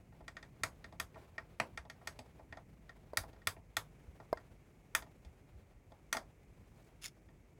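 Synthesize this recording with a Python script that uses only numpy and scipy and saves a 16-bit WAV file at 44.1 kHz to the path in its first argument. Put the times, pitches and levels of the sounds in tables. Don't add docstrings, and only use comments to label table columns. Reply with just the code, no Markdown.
import sys
import numpy as np
from scipy import signal
from scipy.fft import rfft, irfft, next_fast_len
from scipy.io import wavfile
from scipy.ndimage import uniform_filter1d

SR = 44100
rng = np.random.default_rng(int(sys.argv[2]) if len(sys.argv) > 2 else 0)


def wav_record(signal):
    frames = np.transpose(np.atleast_2d(signal))
    bounded = np.clip(frames, -1, 1)
    quanta = np.round(bounded * 32767).astype(np.int16)
    wavfile.write(sys.argv[1], SR, quanta)


def volts_from_decibels(level):
    exponent = np.asarray(level, float) / 20
    return 10 ** exponent


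N = 334719


def evened(x):
    return x / np.sqrt(np.mean(x ** 2) + 1e-20)


def read(points, hz):
    f, value = np.transpose(points)
    return np.interp(np.log(hz + 1), np.log(f + 1), value)


def add(mix, s, sound):
    part = mix[round(s * SR):][:len(sound)]
    part += sound[:len(part)]


def coloured(x, spectrum):
    size = next_fast_len(len(x))
    gain = volts_from_decibels(read(spectrum, np.fft.rfftfreq(size, 1 / SR)))
    return evened(irfft(rfft(x, size) * gain, size)[:len(x)])


def lumpy(rate_hz, depth_db):
    points = rng.standard_normal(int(rate_hz * N / SR))
    return volts_from_decibels(depth_db * evened(signal.resample(points, N)))


def ticks():
    # (time [s], peak of the middle ring before its rise [dB], treble rings above that peak [dB],
    # bass rings above it [dB], tilt of the middle [dB per octave])
    contacts = [(0.124, -56.5, -31, -6, -2), (0.207, -57, -21.5, 2.5, -8), (0.2805, -31.5, -24, -24, 3),
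                (0.3683, -32, -27.5, -24.5, 1), (0.4278, -37, -24, -23, 0), (0.635, -14, -22, -24.5, 2),
                (0.8429, -33, -26, -23, 0), (0.925, -54, -16.5, -1, 4), (0.9996, -18, -22, -28, 1.5),
                (1.1442, -48.5, -26, -15, 23), (1.157, -44.5, -34, -8.5, -22), (1.168, -51, -38, -4, -12),
                (1.3811, -24.5, -33, -22.5, 0), (1.6001, -12, -28.5, -21, 22.5),
                (1.775, -23.5, -27, -26, 3), (1.8522, -54, -22, -1, 2), (1.8993, -31.5, -23, -25, 4),
                (2.0139, -54.5, -46, -5, -15), (2.0735, -22.5, -22, -25, 1),
                (2.1903, -40.5, -16.5, -9.5, 35), (2.395, -54, -28, 1, -7), (2.5253, -34, -29.5, -18.5, 7),
                (2.5713, -38, -25.5, -13, -9), (2.8939, -36.5, -26.5, -24, -4),
                (3.1722, -11, -21, -27.5, 1.5), (3.2363, -43.5, -27, -6, -10), (3.3313, -56, -18, -7, -2),
                (3.3628, -55.5, -27, -8, -7), (3.418, -49, -29, -33, -5), (3.472, -13.5, -20, -29.5, -0.5),
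                (3.566, -54, -31, -0.5, 21), (3.7683, -14.5, -20, -26.5, -2.5),
                (4.2011, -44, -31, -6.5, -12), (4.373, -37, -26.5, -18, -14),
                (4.9503, -11, -20.5, -29.5, -1.5), (5.023, -41, -20.5, -11, 0), (5.0646, -62, -24, 0, 2),
                (5.249, -54.5, -14.5, -9, 10), (5.9195, -54.5, -20, -2, -6), (6.128, -14.5, -21, -30, -2.5),
                (6.1494, -28, -29, -12, 4), (6.169, -24, -21.5, -17, -7), (7.2881, -54.5, -27.5, -14, 1)]
    out = np.zeros(N)
    for s, *contact in contacts:
        add(out, s, tick(*contact, tail_db=-6.5))
    return np.roll(out, -35)


def tick(db, treble_db, bass_db, tilt_db, tail_db):
    # (frequency [Hz], relative level [dB], t60 before damping [s])
    chassis = [(286.4, -16, 0.13), (447.6, -7, 0.032), (654.5, -7, 0.11), (709.6, -11.5, 0.11),
               (853, -5, 0.058), (983, -10.5, 0.056), (1122, -11, .055), (1227, -11, .055), (1375, -3, .05),
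               (1620, -9, .02), (1863, -2, .06), (2105, -4, .035), (2400, -6, .035), (2720, -14, .03),
               (3440, 7, 0.0147), (3580, -13.5, 0.0095), (4300, 1, 0.022), (4778, 4.5, 0.027),
               (4950, 1, 0.029), (5705, -9, 0.042), (5890, -19, 0.023), (6546, 4, 0.025),
               (7050, -7.5, 0.0067), (7860, -8, 0.096), (8500, -1.5, 0.04), (10880, 8, 0.014),
               (13200, 4.5, 0.0098), (15000, 2, .006)]
    # (frequency [Hz], relative density [dB per Hz])
    clatter_colour = [(1470, -16.5), (2500, -8.5), (2950, -14), (3400, 3), (3920, -5.5), (5770, -5.5),
                      (14300, -17.5), (15900, -18.5), (16500, -50.5)]
    bass_top_hz, treble_foot_hz = 1050, 3050
    ping_hz = 1863
    hz, mode_db, t60 = np.transpose(chassis)[:, :, None]
    t = np.arange(6000) / SR

    sharp_db = 0.35 * (db + 22) + 0.9 * (treble_db + 19.5)
    length = np.clip(0.7 - 0.012 * (db + 25.5), 0.4, 1.2)

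    lean_db = tilt_db * np.log2(np.clip(hz, bass_top_hz, treble_foot_hz) / 1800)
    lightness_db = np.clip(-0.35 * (db + 18), 0, 7)
    thinness = np.clip(-(bass_db + 8) / 10, 0, 1)
    ping_db = lightness_db * thinness * (abs(hz - ping_hz) < 50)
    top_db = sharp_db * np.log2(np.maximum(hz / 5000, 1))

    detune, shift, unevenness = rng.standard_normal((3, len(chassis), 1))
    phase = 2 * np.pi * hz * (1 + 0.003 * detune) * t + 0.6 * shift
    level_db = mode_db + lean_db + ping_db + 0.79 * unevenness + top_db
    rings = volts_from_decibels(level_db - 60 * t / (t60 * length)) * np.sin(phase)

    bass, treble = hz[:, 0] < bass_top_hz, hz[:, 0] > treble_foot_hz
    low, middle, high = (rings[part].sum(0) for part in (bass, ~bass & ~treble, treble))
    colour = [(f, g + sharp_db * np.log2(max(f / 5000, 1))) for f, g in clatter_colour]
    clatter = coloured(rng.standard_normal(len(t)), colour) * volts_from_decibels(-60 * t / (0.033 * length))

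    first = slice(0, 440)
    high = high / high[first].std() + volts_from_decibels(0.5) * clatter / clatter[first].std()
    sound = middle / abs(middle).max() + volts_from_decibels(treble_db) * high + volts_from_decibels(bass_db) * low / low[first].std()
    rise = (1 - np.exp(-t / 0.00056)) ** 2
    return struck(volts_from_decibels(db) * rise * sound, tail_db)


def struck(sound, tail_db):
    power = uniform_filter1d(abs(rfft(sound, 4096)) ** 2, size=45, mode="mirror")
    feed = np.roll(irfft(np.sqrt(power)), 100)[:200] * np.hanning(200)
    feed = feed * np.linalg.norm(sound) / np.linalg.norm(feed)
    out = tail(feed, tail_db)[100:]
    add(out, 0, sound)
    return out


def tail(feed, tail_db):
    # (frequency [Hz], t60 before the late fade [s])
    decay_times = [(200, 0.27), (700, 0.29), (1800, 0.11), (5000, 0.14), (13000, 0.17)]
    hz, t, z = signal.stft(rng.standard_normal(SR // 5), SR, nperseg=128)
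    late_fade_db = 9 * (t / 0.11) ** 4
    fall_db = -60 * t / read(decay_times, hz)[:, None] - late_fade_db
    decay = signal.istft(z * volts_from_decibels(fall_db), SR, nperseg=128)[1]
    decay = decay * (1 - np.exp(-np.arange(len(decay)) / SR / 0.0019))
    return signal.fftconvolve(feed, volts_from_decibels(tail_db) * decay / np.linalg.norm(decay))


def knocks():
    # (time [s], peak of the ring [dB], pitch factor, tail level [dB])
    events = [(1.600, -29, 1.9, -7), (3.134, -34, 0.92, -29), (3.161, -50, 0.85, -20),
              (4.3286, -19.5, 0.977, -26), (6.149, -38, 1.33, -6), (6.169, -36.5, 1.35, -12)]
    # (frequency before the pitch factor [Hz], relative level [dB], t60 [s])
    handle = [(500, -5, 0.03), (649, 8.5, 0.018), (973, -3, 0.027), (1061, -17, 0.053),
              (1620, -19.5, 0.047), (2140, -25, 0.07), (4370, -21.5, 0.015), (5100, -16, 0.013)]
    out, t = np.zeros(N), np.arange(4000) / SR
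    hz, mode_db, t60 = np.transpose(handle)[:, :, None]
    for s, db, pitch, tail_db in events:
        ring = (volts_from_decibels(mode_db - 60 * t / t60) * np.sin(2 * np.pi * hz * pitch * t)).sum(0)
        ring = ring * (1 - np.exp(-t / 0.00057))
        crack = signal.lfilter(*signal.butter(2, 3500, "high", fs=SR), rng.standard_normal(len(t)))
        crack = crack * volts_from_decibels(-29.5 - 60 * t / 0.02)
        add(out, s, struck(volts_from_decibels(db) * (ring / abs(ring).max() + crack), tail_db))
    return out


def thumps():
    # (time [s], peak [dB], frequency [Hz])
    pushes = [(0.217, -55.5, 51), (0.638, -45, 98), (0.999, -50, 78.1), (1.601, -47, 129),
              (1.602, -49, 220), (1.79, -52, 63.6), (2.19, -56, 253), (2.5, -50.5, 82), (3.178, -42.5, 93),
              (3.206, -48, 53.8), (3.47, -43.5, 92), (3.775, -49, 104), (4.078, -47.5, 70),
              (4.961, -55, 50.7), (5.261, -47.5, 71), (5.55, -50.5, 67.3), (6.15, -52.5, 235)]
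    out, t = np.zeros(N), np.arange(SR // 4) / SR
    envelope = (1 - np.exp(-t / 0.0048)) * volts_from_decibels(-60 * t / 0.15)
    for s, db, hz in pushes:
        push = np.sin(2 * np.pi * hz * t) * envelope
        add(out, s, volts_from_decibels(db) * push / abs(push).max())
    return out


def scrape():
    # (time [s], level of the driving slips [dB])
    drag = [(7.01, -85), (7.019, -59), (7.035, -56.5), (7.054, -47.5), (7.07, -61), (7.082, -54.5),
            (7.105, -81)]
    # (time [s], envelope peak of the driving noise [dB])
    catches = [(7.0154, -66), (7.0229, -53), (7.0411, -41), (7.0524, -45), (7.0577, -40), (7.0638, -45),
               (7.0804, -53.5)]
    # (frequency [Hz], bandwidth [Hz], relative level [dB])
    shaft = [(2220, 30, 1), (2800, 140, -8), (3630, 150, -5), (5340, 280, -2), (6120, 300, -13),
             (6800, 480, -5), (8600, 2400, -20), (10500, 1600, -11.5), (14600, 1600, -22)]
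    s, db = np.transpose(drag)
    t = np.arange(s[0], s[-1], 1 / SR)
    slips = rng.standard_normal(len(t)) * volts_from_decibels(2.5 * rng.exponential(1, len(t)))
    drive = np.zeros(N)
    add(drive, s[0], evened(slips) * volts_from_decibels(np.interp(t, s, db)))
    u = np.arange(800) / SR
    burst = u / 0.0012 * np.exp(1 - u / 0.0012)
    for at, peak_db in catches:
        add(drive, at, volts_from_decibels(peak_db) * rng.standard_normal(len(u)) * burst)

    body = sum(volts_from_decibels(g) * w * np.exp(-np.pi * w * u) * np.sin(2 * np.pi * f * u) for f, w, g in shaft)
    rasp = 2 * volts_from_decibels(-11.5) * np.exp(-u / 0.00003) * (u < 0.0005)
    body = body / np.linalg.norm(body) + rasp
    body = signal.lfilter(*signal.butter(2, 1500, "high", fs=SR), body)
    out = signal.oaconvolve(drive, body / np.linalg.norm(body))[:N]
    return out + tail(out, tail_db=-21)[:N]


def rub():
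    # (time of the peak [s], peak level [dB], rise [dB per s], fall [dB per s])
    slides = [(1.16, -80, 400, 170), (6.87, -77, 44, 300)]
    # (frequency [Hz], relative density [dB per Hz])
    colour = [(500, -44), (1500, -1), (3000, -8), (7000, -4), (12000, -12), (16000, -13)]
    t = np.arange(N) / SR
    level = np.zeros(N)
    for s, db, rise_db, fall_db in slides:
        level += volts_from_decibels(db - np.maximum(rise_db * (s - t), fall_db * (t - s)))
    grains = rng.standard_normal(N) * lumpy(150, depth_db=2.5)
    return coloured(grains, colour) * level


def hands():
    # (time [s], level of the rustle [dB])
    movement = [(0.0, -73.5), (0.36, -74), (0.7, -67), (1.08, -72), (1.22, -62), (1.31, -70), (1.69, -67.5),
                (1.88, -77), (2.05, -65), (2.56, -74), (3.3, -66), (3.6, -74.5), (3.95, -69.5),
                (5.05, -71.5), (6.55, -73), (6.79, -68), (7.27, -74.5), (7.59, -74)]
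    # (frequency [Hz], relative density [dB per Hz])
    bump_colour = [(30, -25), (60, -0.5), (110, -1), (200, -8.5), (400, -22), (800, -50.5)]
    rustle_colour = [(150, -29), (350, -1), (700, -5), (1200, -12.5), (2500, -18), (6000, -29),
                     (16000, -33.5)]
    t = np.arange(N) / SR
    rustle_db = np.interp(t, *np.transpose(movement))
    bump_db = -60.5 + 0.19 * (rustle_db + 70) - 0.67 * t
    bumps = coloured(rng.standard_normal(N) * lumpy(25, depth_db=2.0), bump_colour)
    rustle = coloured(rng.standard_normal(N) * lumpy(60, depth_db=2.5), rustle_colour)
    return bumps * volts_from_decibels(bump_db) + rustle * volts_from_decibels(rustle_db)


def floor():
    # (frequency [Hz], relative density [dB per Hz])
    colour = [(28, -59), (38, -0.5), (49, 4), (70, -16), (125, -11), (155, -6), (200, -16), (300, -14.5),
              (600, -23.5), (900, -34), (1600, -35), (2200, -26.5), (2700, -35), (3600, -51), (6500, -39.5),
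              (12500, -48.5), (15800, -50), (16800, -72)]
    noise = coloured(rng.standard_normal(N), colour)
    return volts_from_decibels(-65) * noise * lumpy(2.7, depth_db=1.0)


def scene():
    mix = ticks() + knocks() + thumps() + scrape() + rub() + hands() + floor()
    return mix[None]


def band_limit(x):
    return signal.sosfilt(signal.butter(12, 16820, fs=SR, output="sos"), x)


def record(dry):
    return band_limit(dry)


dry = scene()
out = record(dry)
wav_record(out)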